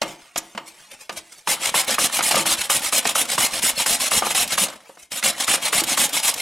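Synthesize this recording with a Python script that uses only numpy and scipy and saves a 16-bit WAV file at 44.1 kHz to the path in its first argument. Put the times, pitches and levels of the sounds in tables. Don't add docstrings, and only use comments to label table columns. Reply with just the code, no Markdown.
import sys
import numpy as np
from scipy import signal
from scipy.fft import rfft, irfft
from scipy.io import wavfile
from scipy.ndimage import uniform_filter1d

SR = 44100
rng = np.random.default_rng(int(sys.argv[2]) if len(sys.argv) > 2 else 0)


def digitize_waveform(pressure):
    field = np.atleast_2d(pressure).T
    bounded = np.clip(field, -1, 1)
    quanta = np.round(bounded * 32767).astype(np.int16)
    wavfile.write(sys.argv[1], SR, quanta)


N = 282681
STEP_S = .001

# start_s, length_s, level_db, bite (1 cuts down into the teeth, 0 drags back)
STROKES = [(1.479, 0.061, -20, 0.63), (1.614, .085, -21.5, 0.081), (1.746, 0.068, -17.5, 0.51),
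           (1.883, 0.068, -21, 0.088), (1.989, 0.073, -18.5, 0.79), (2.127, 0.063, -21.5, 0.58),
           (2.228, 0.063, -19.5, 1), (2.307, 0.026, -20.5, 0.041), (2.337, 0.065, -23, .02),
           (2.389, 0.04, -23, 0.46), (2.461, .079, -18.5, 0.6), (2.581, 0.049, -23, .2),
           (2.639, 0.019, -24, 0.45), (2.701, 0.068, -19, 1), (2.822, 0.066, -22, 0.5),
           (2.927, 0.064, -18, 0.88), (3.049, 0.072, -22.5, 0.075), (3.154, 0.066, -18.5, 0.93),
           (3.29, 0.07, -22.5, 0.29), (3.384, 0.081, -18, 0.69), (3.517, 0.078, -24, 0.13),
           (3.626, 0.071, -18, 0.98), (3.766, .075, -21.5, .1), (3.863, 0.09, -18.5, 0.85),
           (4.001, 0.085, -21.5, 0.43), (4.113, 0.078, -18, 0.77), (4.248, 0.043, -24, 0.41),
           (4.294, 0.034, -23.5, .2), (4.349, 0.085, -17.5, 0.59), (4.5, 0.05, -20.5, 0.044),
           (4.579, 0.06, -18, .9), (5.119, 0.078, -28, 0.58), (5.236, 0.062, -17.5, 0.49),
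           (5.383, .064, -23, 0.1), (5.478, 0.078, -18, 0.38), (5.626, 0.067, -21.5, 0.2),
           (5.73, .075, -17.5, 0.6), (5.873, 0.077, -20.5, 0.12), (5.976, 0.081, -18, 0.76),
           (6.132, 0.067, -20.5, 0.4), (6.234, 0.066, -18, 0.9), (6.373, .06, -26, 0.14)]
# pitch_hz, width_hz, level_db
SHEET_MODES = [(263, 7.3, -9), (820, 135, -11.5), (1330, 50, -22), (2176, 130, -6), (3160, 280, -43),
               (4170, 34, -5), (5270, 670, -17.5), (6100, 96, -5), (6900, 380, 1.5), (7900, 760, -2),
               (10130, 370, -6.5)]


def gain_of(db):
    return 10 ** (np.asarray(db) / 20)


def unit_rms(x):
    return x / np.sqrt(np.mean(x ** 2) + 1e-20)


def steadied(x):
    return x / np.sqrt(uniform_filter1d(uniform_filter1d(x ** 2, 600), 600) + 1e-9)


def smoothed(grid, bins, frames):
    return uniform_filter1d(uniform_filter1d(grid, bins, axis=0), frames, axis=1)


def curve_at(points, hz):
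    points_hz, values = np.transpose(points)
    return np.interp(np.log(hz + 1), np.log(points_hz + 1), values)


def coloured(x, spectrum):
    hz = np.fft.rfftfreq(len(x), 1 / SR)
    return unit_rms(irfft(rfft(x) * gain_of(curve_at(spectrum, hz)), len(x)))


def band_passed(x, low_hz, high_hz):
    band = signal.butter(2, [low_hz, high_hz], "band", fs=SR, output="sos")
    return unit_rms(signal.sosfilt(band, x))


def clicks(per_s, spread_db):
    size = gain_of(spread_db * np.minimum(rng.exponential(1, N), 2.5))
    return size * rng.choice([-1., 1.], N) * (rng.random(N) < per_s / SR)


def wandering(x, narrow_db, wide_db):
    hz, t, spectra = signal.stft(x, SR, nperseg=1024, noverlap=896)
    narrow, wide = rng.standard_normal((len(t), len(hz), 2)).T
    flare_db = narrow_db * unit_rms(smoothed(narrow, bins=2, frames=10))
    flare_db += wide_db * unit_rms(smoothed(wide, bins=24, frames=4))
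    return unit_rms(signal.istft(spectra * gain_of(flare_db), SR, nperseg=1024, noverlap=896)[1][:N])


def played_by_hand(level_db, treble_db, low_db, judder_db, high, low):
    power = gain_of(2 * level_db)
    total = power.sum(axis=0) + 1e-12
    below_peak_db = np.clip(level_db - level_db.max(axis=1, keepdims=True), -20, 0)
    treble_db = treble_db + 0.15 * below_peak_db
    blends = [(power * db).sum(axis=0) / total for db in (treble_db, low_db, judder_db)]
    t, steps_s = np.arange(N) / SR, np.arange(len(total)) * STEP_S
    level_db = np.interp(t, steps_s, 10 * np.log10(total))
    treble_db, low_db, judder_db = (np.interp(t, steps_s, blend) for blend in blends)
    middle = signal.sosfiltfilt(signal.butter(2, 6700, fs=SR, output="sos"), high)
    treble_gain = gain_of(treble_db)
    high = (steadied(middle) + treble_gain * steadied(high - middle)) / np.sqrt(1 + treble_gain ** 2)
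    judder = unit_rms(uniform_filter1d(uniform_filter1d(rng.standard_normal(N), 300), 300))
    return gain_of(level_db + judder_db * judder) * (high + gain_of(low_db) * steadied(low))


def kitchen_air():
    # frequency_hz, level_db
    spectrum = [(60, -17), (200, 18), (700, -9), (2200, -13), (8000, -20), (15800, -25)]
    return gain_of(-83) * coloured(rng.standard_normal(N), spectrum)


def kitchen_echoes(near):
    # frequency_hz, t60_s
    decay = [(200, 0.28), (1000, 0.4), (4000, 0.26), (12000, 0.022)]
    taps = np.zeros(SR // 2)
    slots = np.arange(300, len(taps) - 20, 20)
    taps[slots + rng.integers(0, 20, len(slots))] = rng.choice([-1., 1.], len(slots))
    hz, t, spectra = signal.stft(taps, SR, nperseg=256)
    tail = signal.istft(spectra * gain_of(-60 * t / curve_at(decay, hz)[:, None]), SR, nperseg=256)[1]
    return signal.fftconvolve(near, tail / np.linalg.norm(tail))[:N]


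def tray_reflections(mid):
    # frequency_hz, side_above_mid_db
    width = [(60, -11), (130, -46), (290, -20), (640, -14.5), (1410, -11), (3100, -10.5), (6820, -14),
             (15000, -37)]
    hz, t, spectra = signal.stft(mid, SR, nperseg=512)
    real, imaginary = rng.standard_normal((len(t), len(hz), 2)).T
    paths = smoothed(real + 1j * imaginary, bins=5, frames=8)
    paths /= np.sqrt(np.mean(abs(paths) ** 2))
    return signal.istft(spectra * paths * gain_of(curve_at(width, hz))[:, None], SR, nperseg=512)[1][:N]


def gloves():
    # peak_s, length_s, level_db, treble_above_middle_db
    rustles = [(0.031, 0.019, -27, -3), (0.087, 0.089, -35.5, -3), (.23, 0.32, -50, -5),
               (0.38, 0.013, -14.5, 9), (0.453, 0.39, -48.5, .6), (0.678, 0.045, -37, 3.5),
               (.8, 0.35, -47, -1.5), (0.917, 0.033, -37.5, -1.5), (0.941, 0.048, -42, -3),
               (1.014, 0.053, -39, 2.2), (1.129, 0.041, -39, 9), (1.174, .03, -27.5, 1.5),
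               (1.28, 0.54, -51, .6), (1.327, 0.038, -39, 4.5), (1.383, 0.034, -42.5, 5),
               (4.867, 0.1, -51.5, -18), (4.89, 0.15, -51, 9.5), (4.955, .015, -50, 2),
               (4.999, 0.049, -42.5, 4), (5.03, 0.037, -41, 5)]
    peak_s, length_s, peak_db, treble_db = np.array(rustles).T[:, :, None]
    lengths_past_peak = (np.arange(0, N / SR + STEP_S, STEP_S) - peak_s) / length_s
    level_db = peak_db - 18.5 * np.maximum(lengths_past_peak, -lengths_past_peak / 0.52)
    low_db = -8.5 - 0.86 * treble_db
    # frequency_hz, level_db
    bright = [(1400, -13.5), (2200, -3.5), (4000, -10), (9000, -16.5), (12000, -25), (15500, -41),
              (17000, -55)]
    dull = [(100, -25), (300, -5), (700, 0), (1500, -5), (2400, -25)]
    high = coloured(clicks(per_s=3800, spread_db=0.62), bright)
    low = coloured(clicks(per_s=2000, spread_db=3.0), dull)
    high = wandering(high, narrow_db=5.4, wide_db=0.63)
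    low = wandering(low, narrow_db=7.5, wide_db=1.3)
    return played_by_hand(level_db, treble_db, low_db, judder_db=1.1, high=high, low=low)


def tray_ring(t):
    # pitch_hz, level_db, t60_s
    modes = [(151.6, -16, 0.46), (207, -8.5, 0.36), (323.6, -9.5, 0.57), (540, -2, 0.23), (717, -8.5, 0.41),
             (900, -6, 0.36), (1186, 2, 0.19), (2160, -14.5, 0.24), (2860, -1, 0.16)]
    out = np.zeros(len(t))
    for hz, db, t60_s in modes:
        pole = np.exp((2j * np.pi * hz - np.pi * .07 * hz) / SR)
        cluster = unit_rms(signal.lfilter([1], [1, -pole], rng.standard_normal(len(t))).real)
        out += gain_of(db + 2.54 * (rng.random() - 1.5) - 60 * t / t60_s) * cluster
    return out


def knocks():
    # start_s, level_db, pitch_hz, clack_above_blow_db
    landings = [(0.358, -18, 670, -5), (0.548, -31.5, 210, -10), (0.575, -20, 930, -8.5),
                (1.093, -19.5, 715, -7.5), (1.472, -15, 940, -10), (1.741, -14, 990, -15),
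                (1.892, -20, 570, -2), (1.982, -14, 1160, -19), (2.189, -12.5, 806, -7),
                (2.206, -16, 1280, -8), (2.697, -13.5, 1170, -9.5), (2.924, -17, 1150, -10),
                (3.052, -12.5, 750, -5.5), (3.154, -15.5, 1180, -17), (3.378, -13.5, 1030, -13),
                (3.86, -16.5, 1170, -18), (4.115, -16.5, 1180, -22), (4.266, -17, 775, -26),
                (4.347, -22, 790, 2), (4.577, -14.5, 1210, -10), (4.684, -32.5, 684, 4),
                (4.893, -36, 543, -30), (4.97, -39, 724, -16), (5.117, -36, 545, 14.5),
                (5.226, -18, 2000, -25), (5.479, -15.5, 1360, -6.5), (5.629, -44, 2150, -16),
                (5.669, -22, 2200, -11), (5.728, -13, 1130, -18), (5.816, -22.5, 320, -12),
                (5.973, -14.5, 1190, -11)]
    # start_s, level_db, pitch_hz, clack_above_blow_db
    bumps = [(0.016, -15.5, 594, -1.5), (2.309, -17.5, 790, 2), (2.342, -14, 610, -19),
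             (2.365, -15, 530, -4.5), (2.391, -23, 606, -6), (2.455, -20, 795, -13),
             (4.221, -15.5, 736, -23)]
    t, out = np.arange(9000) / SR, np.zeros(N + 9000)
    onset = 1 - np.exp(-t / 0.00061)
    for hits, ring_db in ((landings, -17), (bumps, -8.5)):
        for start_s, db, hz, clack_db in hits:
            rise = hz * t / 1.28
            blow = np.sin(2 * np.pi * hz * t) * rise * np.exp(1 - rise)
            noise = rng.standard_normal(len(t))
            clack = band_passed(noise, 1500, 6000) * gain_of(clack_db - 60 * t / 0.035)
            top_hz = np.clip(3300 * gain_of(.5 * (clack_db + 4)), 2 * hz, 4500)
            rattle = band_passed(noise, 0.5 * hz, top_hz) * gain_of(-60 * t / 0.049)
            clatter = clack + rattle + gain_of(ring_db) * tray_ring(t)
            out[round((start_s + .001) * SR):][:len(t)] += gain_of(db) * (blow + onset * clatter)
    return out[:N]


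def skips():
    # start_s, level_db
    scratches = [(1.844, -29), (2.792, -26), (3.252, -30), (4.476, -25), (5.8363, -18), (6.0912, -25.5),
                 (6.339, -21.5)]
    t, out = np.arange(1500) / SR, np.zeros(N + 1500)
    rise = t / 0.003
    for start_s, db in scratches:
        scratch = band_passed(rng.standard_normal(len(t)), 2500, 12000)
        out[round(start_s * SR):][:len(t)] += gain_of(db) * scratch * rise * np.exp(1 - rise)
    return out[:N]


def tooth_pings(per_stroke=4):
    t, out = np.arange(1500) / SR, np.zeros(N + SR)
    rise = t / .0025
    middle_hz = [hz for hz, _, _ in SHEET_MODES if 2000 < hz < 4600]
    for start_s, length_s, db, bite in STROKES:
        for when, which, detune, size in rng.random((per_stroke, 4)):
            hz = middle_hz[int(which * len(middle_hz))] * (1 + 0.082 * (detune - .5))
            peak_db = db + np.interp(bite, [0, 1], [-4, -8]) + 9.7 * (size - .5)
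            ping = np.sin(2 * np.pi * hz * t) * rise * np.exp(1 - rise)
            out[round((start_s + when * .9 * length_s) * SR):][:len(t)] += gain_of(peak_db) * ping
    return out[:N]


def through_sheet(x, lift_db):
    hz = np.fft.rfftfreq(N, 1 / SR)
    modes = sum(gain_of(db) * .5 * width_hz / (.5 * width_hz + 1j * (hz - pitch_hz))
                for pitch_hz, width_hz, db in SHEET_MODES)
    return unit_rms(irfft(rfft(x) * (1 + gain_of(lift_db) * modes), N))


def stroke_gestures():
    start_s, length_s, db, bite = np.array(STROKES).T[:, :, None]

    def by_bite(dragging, cutting):
        return dragging + (cutting - dragging) * bite

    t = np.arange(0, N / SR + STEP_S, STEP_S) - start_s
    position = 2 * np.clip(t / length_s, 0, 1) - 1
    past_end_s = np.maximum(t - length_s, 0)
    rise_db_per_s, fall_db_per_s = by_bite(706, 2602), by_bite(1102, 867)
    sag_db, swell_db = by_bite(6.5, -1.5), by_bite(3, 1.7)
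    attack_db = db + rise_db_per_s * np.minimum(t, 0)
    stroke_db = attack_db - fall_db_per_s * past_end_s - sag_db * position ** 2 + swell_db * position / 2
    slide_db = attack_db + by_bite(-18.5, -14.5) - 139 * past_end_s
    to_next_s = np.append(start_s[1:], np.inf)[:, None] - start_s
    slide_db -= 2602 * np.maximum(t - to_next_s, 0)
    level_db = np.vstack([stroke_db, slide_db])
    treble_db = np.vstack([by_bite(-1.5, 5), np.zeros_like(db)])
    drum_db = np.vstack([by_bite(-7, -12), np.full_like(db, 2.5)])
    judder_db = np.vstack([by_bite(2.5, 1.23), np.full_like(db, 2.5)])
    return level_db, treble_db, drum_db, judder_db


def grating():
    # frequency_hz, level_db
    fibre_spectrum = [(880, -51), (1500, -11.5), (1790, -6), (2870, -1), (4130, -3), (4470, -7.5),
                      (5230, -4), (6250, -8), (9730, -5.5), (12000, -12.5), (15800, -26.5)]
    # frequency_hz, level_db
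    box_spectrum = [(15, -49), (25, -16.5), (106, -13), (243, -1.5), (401, -11.5), (556, 1.5), (757, -2),
                    (973, -1.5), (1200, -1), (1540, -5), (2500, -16), (3250, -23), (5500, -120)]
    tearing = coloured(clicks(per_s=9000, spread_db=3.0), fibre_spectrum)
    rasp = wandering(through_sheet(tearing, lift_db=-8), narrow_db=3.0, wide_db=1.9)
    jolts = coloured(clicks(per_s=1500, spread_db=2.4), box_spectrum)
    drum = wandering(through_sheet(jolts, lift_db=9.6), narrow_db=3.6, wide_db=4.9)
    return played_by_hand(*stroke_gestures(), high=rasp, low=drum)


def scene():
    near = grating() + gloves() + knocks() + skips() + tooth_pings()
    mid = near + gain_of(-17.5) * kitchen_echoes(near) + kitchen_air()
    side = tray_reflections(mid)
    return np.array([mid + side, mid - side])


def record(dry):
    low_pass = signal.firwin(1023, 15900, window=("kaiser", 9), fs=SR)
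    return signal.oaconvolve(0.77 * np.tanh(dry / 0.87), low_pass[None], "same")


dry = scene()
out = record(dry)
digitize_waveform(out)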